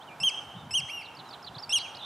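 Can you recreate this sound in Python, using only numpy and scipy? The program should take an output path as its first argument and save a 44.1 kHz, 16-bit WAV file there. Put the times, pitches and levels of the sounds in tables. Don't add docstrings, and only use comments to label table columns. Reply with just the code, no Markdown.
import sys
import numpy as np
from scipy import signal
from scipy.fft import rfft, irfft, next_fast_len
from scipy.io import wavfile
from scipy.ndimage import uniform_filter1d, map_coordinates

SR = 44100
rng = np.random.default_rng(int(sys.argv[2]) if len(sys.argv) > 2 else 0)


def wav_record(signal):
    frames = np.transpose(np.atleast_2d(signal))
    bounded = np.clip(frames, -1, 1)
    quanta = np.round(bounded * 32767).astype(np.int16)
    wavfile.write(sys.argv[1], SR, quanta)


N = 90404


def amp(db):
    return 10 ** (np.asarray(db) / 20)


def unit(x):
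    return x / np.sqrt(np.mean(x ** 2) + 1e-20)


def along(points, hz):
    frequencies, values = np.transpose(points)
    return np.interp(np.log(hz + 1), np.log(frequencies + 1), values)


def curves(rows):
    times, *columns = np.transpose(rows)
    return [np.interp(np.arange(N) / SR, times, column) for column in columns]


def wobble(rate):
    return map_coordinates(rng.standard_normal(int(N * rate / SR) + 4), [np.arange(N) * rate / SR])


def filtered(x, response):
    size = next_fast_len(N + SR // 2)
    return irfft(rfft(x, size) * response(np.fft.rfftfreq(size, 1 / SR)), size)[..., :N]


def noise(spectrum, coherence):
    def response(hz):
        angle = np.arccos(np.clip(along(coherence, hz), -1, 1)) / 2
        return amp(along(spectrum, hz)) * [np.cos(angle), np.sin(angle)]
    mid, side = filtered(rng.standard_normal((2, N)), response)
    return unit(np.array([mid + side, mid - side]))


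def diffuse(x, impulses, colour, width=0.27):
    wet = signal.fftconvolve(x[None], impulses / np.linalg.norm(impulses[0]), axes=1)[:, :N]
    mid, side = filtered(wet, lambda hz: amp(along(colour, hz)))
    return np.array([mid + width * side, mid - width * side])


def air():
    # frequency in Hz, relative spectral density in dB.
    rush_spectrum = [(120, -23), (220, -11.5), (380, -9), (540, -8), (680, -3), (830, 1.5), (1000, -3),
                     (1450, -6.5), (1900, -15.5), (2500, -18), (3500, -19.5), (4500, -25), (7000, -28.5),
                     (10000, -33), (13700, -35.5), (15500, -42)]
    rumble_spectrum = [(25, -36), (40, -26), (60, -15.5), (90, -1.5), (130, 0), (210, -5), (300, -9),
                       (600, -24), (2000, -100)]
    # frequency in Hz, left-right coherence.
    rush_coherence = [(200, 1), (700, 0.96), (1500, 0.92), (4000, 0.81), (12000, 0.81)]
    rumble_coherence = [(40, 0.92), (130, 0.99), (300, 1.0)]
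    # time in seconds, rumble level in dB, rush level in dB.
    swell = [(0, -64.5, -49.5), (.1, -57, -49), (.33, -64, -47.5), (.55, -52, -49), (.75, -56.5, -49.5),
             (.92, -63.5, -49), (1.2, -56.5, -49.5), (1.33, -59, -47.5), (1.5, -52.5, -49.5),
             (1.67, -60.5, -48.5), (1.8, -60.5, -47), (2.05, -56.5, -48)]
    rumble_db, rush_db = curves(swell)
    rush = amp(rush_db + 0.4 * wobble(7.48)) * noise([(20, -70)] + rush_spectrum, rush_coherence)
    rumble = amp(rumble_db + 1.9 * wobble(26.23)) * noise(rumble_spectrum, rumble_coherence)
    return rush + rumble


def songbird(trill_hz=178.3, trill_wander=0.099, pitch_wander=0.0092):
    # start and length in seconds, first, middle and last pitch in Hz,
    # relative level in dB, trill depth in Hz.
    notes = [(.005, 0.032, 3060, 3300, 4100, -49.5, -2), (.07, 0.03, 3230, 2980, 2600, -50, 0),
             (.085, 0.07, 2390, 2400, 2400, -54.5, 152), (.535, 0.12, 3240, 3620, 3285, -55, 166),
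             (.638, 0.022, 7300, 6500, 5870, -68, 0), (1.24, 0.14, 4270, 3650, 3200, -56.5, 3),
             (1.543, .016, 3460, 3820, 4700, -45, -5), (1.559, 0.015, 4390, 3510, 3120, -44, 2),
             (1.578, 0.015, 3150, 4400, 5100, -41.5, 411), (1.591, 0.018, 5220, 5290, 5220, -46, -4),
             (1.622, 0.03, 5740, 4700, 4660, -39.5, 3), (1.702, 0.017, 3330, 3620, 4130, -39.5, 0),
             (1.722, 0.018, 4350, 3340, 3320, -37, 2), (1.757, 0.071, 3400, 3990, 4580, -40, 402),
             (1.835, 0.041, 3034, 2680, 2280, -42, 90), (1.944, 0.0099, 3330, 3920, 5000, -44.5, 0),
             (1.953, 0.0081, 3200, 4900, 5530, -46.5, -5), (1.967, 0.0099, 5780, 4460, 3230, -44, 0),
             (1.988, 0.05, 3990, 3630, 3640, -44, 170), (2.008, 0.1, 3500, 3720, 4230, -38, 193)]
    phrase = [(-.001, 0.0089, 7400, 6050, 5190, -16, -8), (.003, 0.01, 5555, 5064, 5100, 0, 0),
              (0.019, 0.013, 3950, 4600, 4780, 1, 0), (.040, .031, 4376, 3710, 3070, 5, 393)]
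    # start of a phrase in seconds, relative level in dB.
    repeats = [(1.007, -53.5), (1.146, -50.5), (1.286, -49), (1.423, -46)]
    phrase_notes = [(start + lag, length, *pitches, level + db, depth)
                    for start, level in repeats for lag, length, *pitches, db, depth in phrase]
    trill_rate = trill_hz * (1 + trill_wander * wobble(120))
    warble = np.pad(np.sin(2 * np.pi * np.cumsum(trill_rate) / SR), (0, SR), "reflect")
    drift = np.pad(1 + pitch_wander * wobble(300), (0, SR), "reflect")
    out = np.zeros(N + SR)
    for start, length, first, middle, last, db, depth in notes + phrase_notes:
        progress = np.linspace(0, 1, max(int(length * SR), 2))
        at = max(round(start * SR), 0) + np.arange(len(progress))
        glide = np.polyval(np.polyfit([0, .5, 1], [first, middle, last], 2), progress)
        pitch = glide * drift[at] + depth * warble[at]
        envelope = np.abs(np.sin(np.pi * progress)) ** .8
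        out[at] += amp(db) * envelope * np.sin(2 * np.pi * np.cumsum(pitch) / SR)
    return out[:N]


def leaves(x, decay_s=0.0046, level_db=-4):
    t = np.arange(SR // 10) / SR
    swarm = rng.standard_normal(len(t)) * np.exp(-t / decay_s)
    return amp(level_db) * signal.fftconvolve(x, swarm / np.linalg.norm(swarm))[:N]


def shore(x, wet_db):
    # frequency in Hz, time to fall by 60 dB in seconds.
    t60 = [(2000, 1.33), (3200, 1.43), (6000, 0.82), (10000, 1.2), (15000, 0.14)]
    # frequency in Hz, gain of the reverberation in dB.
    colour = [(2000, 7.5), (3300, -4.5), (6000, -5), (9500, -9.5), (14000, -20)]
    hz, t, bands = signal.stft(rng.standard_normal((2, SR)), SR, nperseg=256)
    decay = amp(-60 * t / along(t60, hz)[:, None])
    tail = signal.istft(bands * decay, SR, nperseg=256)[1]
    return amp(wet_db) * diffuse(x, tail, colour)


def voice(start, end, pitch, harmonics, attack_s=0.00243, release_s=0.0054, glide_s=0.0056):
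    # frequency in Hz, gain of the beak in dB.
    beak = [(2000, -2), (6600, 0.5), (7200, 7), (7900, 1.5), (11500, -0.5), (13500, -4.5), (15000, -16)]
    jitter, shimmer_db, rasp_db = 0.002, 0.7, -43
    t = np.arange(N) / SR
    gate = np.clip((t - start) / attack_s + .5, 0, 1) * np.clip((end - t) / release_s + .5, 0, 1)
    pitch = uniform_filter1d(pitch, int(glide_s * SR))
    phase = 2 * np.pi * np.cumsum(pitch * (1 + jitter * wobble(500))) / SR
    tone = np.zeros(N)
    for k, db in harmonics:
        gain = amp(db + along(beak, k * pitch) + shimmer_db * wobble(250))
        rasp = 1 + amp(rasp_db) * wobble(2500)
        tone += gain * rasp * np.sin(k * phase)
    return np.sqrt(2) * gate * tone


def squeak(contour, pop_db=-39.5, pop_t60_s=0.028, pop_lead_s=0.001215):
    # frequency in Hz, relative spectral density of the pop in dB.
    pop_colour = [(1200, -17), (2600, 19), (5000, -28), (8000, -5), (14000, -33)]
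    start, end = contour[0][0], contour[-1][0]
    pitch, *levels = curves(contour)
    fifth_db = levels[-1] - 16
    tone = voice(start, end, pitch, enumerate(levels + [fifth_db], 1))
    age = np.arange(N) / SR - (start - pop_lead_s)
    envelope = (age >= 0) * amp(-60 * np.abs(age) / pop_t60_s)
    pop = unit(filtered(rng.standard_normal(N), lambda hz: amp(along(pop_colour, hz))))
    return amp(-0.5) * tone + amp(pop_db) * envelope * pop


def reeds(x, level_db, nearest_s=0.013, farthest_s=0.15):
    # frequency in Hz, gain of the scattered sound in dB.
    colour = [(2000, -7), (2700, 10), (3050, -7), (3230, 10.5), (3450, -1), (5500, -3.5), (6500, 3.5),
              (9500, -5.5), (14000, -26)]
    t = np.arange(SR // 2) / SR
    stems = rng.standard_normal((2, len(t))) * ((t > nearest_s) & (t < farthest_s))
    return amp(level_db) * diffuse(x, stems, colour)


def puffs(spread_octaves=0.3):
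    # centre and Gaussian half-width in seconds, level in dB, band centre in Hz.
    gusts = [(0.227, 0.014, -45, 157), (0.567, 0.017, -44.5, 146), (0.628, 0.013, -49.5, 182),
             (0.64, 0.0098, -55, 99), (0.672, 0.0066, -44.5, 173), (0.728, 0.014, -52, 101),
             (0.802, 0.0068, -42.5, 128), (0.84, 0.013, -47, 111.5), (1.516, 0.0093, -50, 107),
             (1.572, 0.006, -41.5, 136)]
    t, out = np.arange(N) / SR, np.zeros(N)
    for centre_s, half_s, db, centre_hz in gusts:
        swell = np.exp(-.5 * ((t - centre_s) / half_s) ** 2)
        band = filtered(rng.standard_normal(N),
                        lambda hz: np.exp(-.5 * (np.log2((hz + 1) / centre_hz) / spread_octaves) ** 2))
        out += amp(db) * unit(swell * band) * np.sqrt(np.mean(swell ** 2))
    return out


def bank(x, delay_s, level_db, cutoff_hz=3840):
    echo = filtered(x, lambda hz: np.exp(-2j * np.pi * hz * delay_s) / (1 + (hz / cutoff_hz) ** 8))
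    return amp(level_db) * echo


def mew(flicker_db=2.5):
    # time in seconds, pitch in Hz, relative level in dB, gain above harmonic 2 in dB.
    contour = [(.88, 1852, -61, 22), (.898, 2304, -39.5, -6), (0.906, 2699, -43, 6.5),
               (0.926, 2820, -40, 1), (0.949, 2851, -38.5, -2), (0.979, 2795, -40, -2),
               (1.012, 2610, -46.5, 0.5), (1.026, 2092, -45, -2)]
    # harmonic number, relative level in dB.
    spectrum = [(1, 1.5), (2, -13), (3, -36), (4, -21.5), (5, -25)]
    pitch, level, high_db = curves(contour)
    harmonics = [(k, level + db + (k > 2) * (high_db + flicker_db * wobble(89.6))) for k, db in spectrum]
    return amp(0.5) * voice(contour[0][0], contour[-1][0], pitch, harmonics)


def grebes(beamed_above_hz=5730):
    # time in seconds, pitch in Hz, source levels of harmonics 1 to 4 in dB.
    first = [(0.202, 2537, -61, -35, -49, -51), (0.213, 2728, -34, -38.5, -51, -65),
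             (0.226, 2630, -41, -38, -55, -56), (0.233, 2742, -27.5, -35, -43.5, -64),
             (0.238, 3162, -21.5, -40.5, -51, -52), (0.248, 3223, -21.5, -43, -45, -50),
             (0.262, 3204, -24, -39.5, -45.5, -56), (0.279, 3053, -18.5, -38, -49, -59),
             (0.288, 2960, -21.5, -36, -44, -68), (0.293, 2634, -34.5, -33.5, -41.5, -48),
             (0.298, 2455, -41, -39.5, -52.5, -53), (0.304, 2140, -36, -45, -61, -62)]
    second = [(0.709, 2608, -48, -38.5, -52, -52), (0.717, 2673, -40, -39.5, -46.5, -56.0),
              (0.731, 2573, -53.5, -39.5, -52, -62), (0.742, 2895, -24.5, -35, -44.5, -57),
              (0.751, 3013, -25, -33, -37.5, -59), (0.755, 3258, -21.5, -36, -45, -64),
              (0.766, 3161, -25, -43, -43, -61), (0.776, 3063, -21.5, -33.5, -42, -65.5),
              (0.781, 2865, -25.5, -33.5, -39, -52), (0.794, 2780, -29, -39, -46, -55),
              (0.801, 2565, -41, -38.5, -49, -46.5), (0.81, 2060, -44.5, -50, -70, -69)]
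    third = [(1.694, 2603, -52, -32, -45, -47.5), (1.704, 2750, -31, -37, -48, -56.0),
             (1.718, 2630, -42.5, -32.5, -49, -63), (1.724, 2798, -27, -35.5, -47.0, -53),
             (1.733, 3050, -22, -29, -37.5, -52), (1.738, 3300, -22.5, -34, -41, -70.0),
             (1.754, 3200, -21, -33.5, -38.5, -69.0), (1.761, 2910, -22, -29, -35.5, -47),
             (1.778, 2800, -26.5, -34, -40, -51), (1.786, 2510, -47, -37, -50.5, -45),
             (1.791, 2210, -33, -42, -70, -47)]
    # bank delay in seconds, bank gain in dB, reed gain in dB, treble boost to the shore in dB.
    aims = [(.06, -19, -16.5, 8), (0.032, -37, -17, 1), (0.065, -22, -22.5, 0), (.074, -20, -13.5, 11)]
    calls = [squeak(first), squeak(second), squeak(third), mew()]
    out = np.zeros((2, N))
    for call, (bank_s, bank_db, reeds_db, treble_db) in zip(calls, aims):
        beamed = filtered(call, lambda hz: amp(treble_db * (1 - 1 / (1 + (hz / beamed_above_hz) ** 6))))
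        echoes = bank(call, bank_s, bank_db) + bank(call, delay_s=0.077, level_db=-27.5)
        out += call + echoes + reeds(call, reeds_db) + shore(beamed, wet_db=-16)
    return out


def scene():
    song = amp(-0.26) * songbird()
    pan = amp([[-1.46], [1.46]])
    distant_song = pan * (song + leaves(song) + shore(song, wet_db=-9.5))
    return distant_song + grebes() + air() + puffs()


def record(dry):
    # frequency in Hz, left minus right sensitivity in dB.
    imbalance = [(200, 0), (700, -1), (1300, -2.2), (2800, -.9), (5000, -1.6), (8100, 0), (15000, .7)]
    share, top_hz = np.array([[.5], [-.5]]), 15700
    return filtered(dry, lambda hz: amp(along(imbalance, hz) * share) * (hz < top_hz))


dry = scene()
out = record(dry)
wav_record(out)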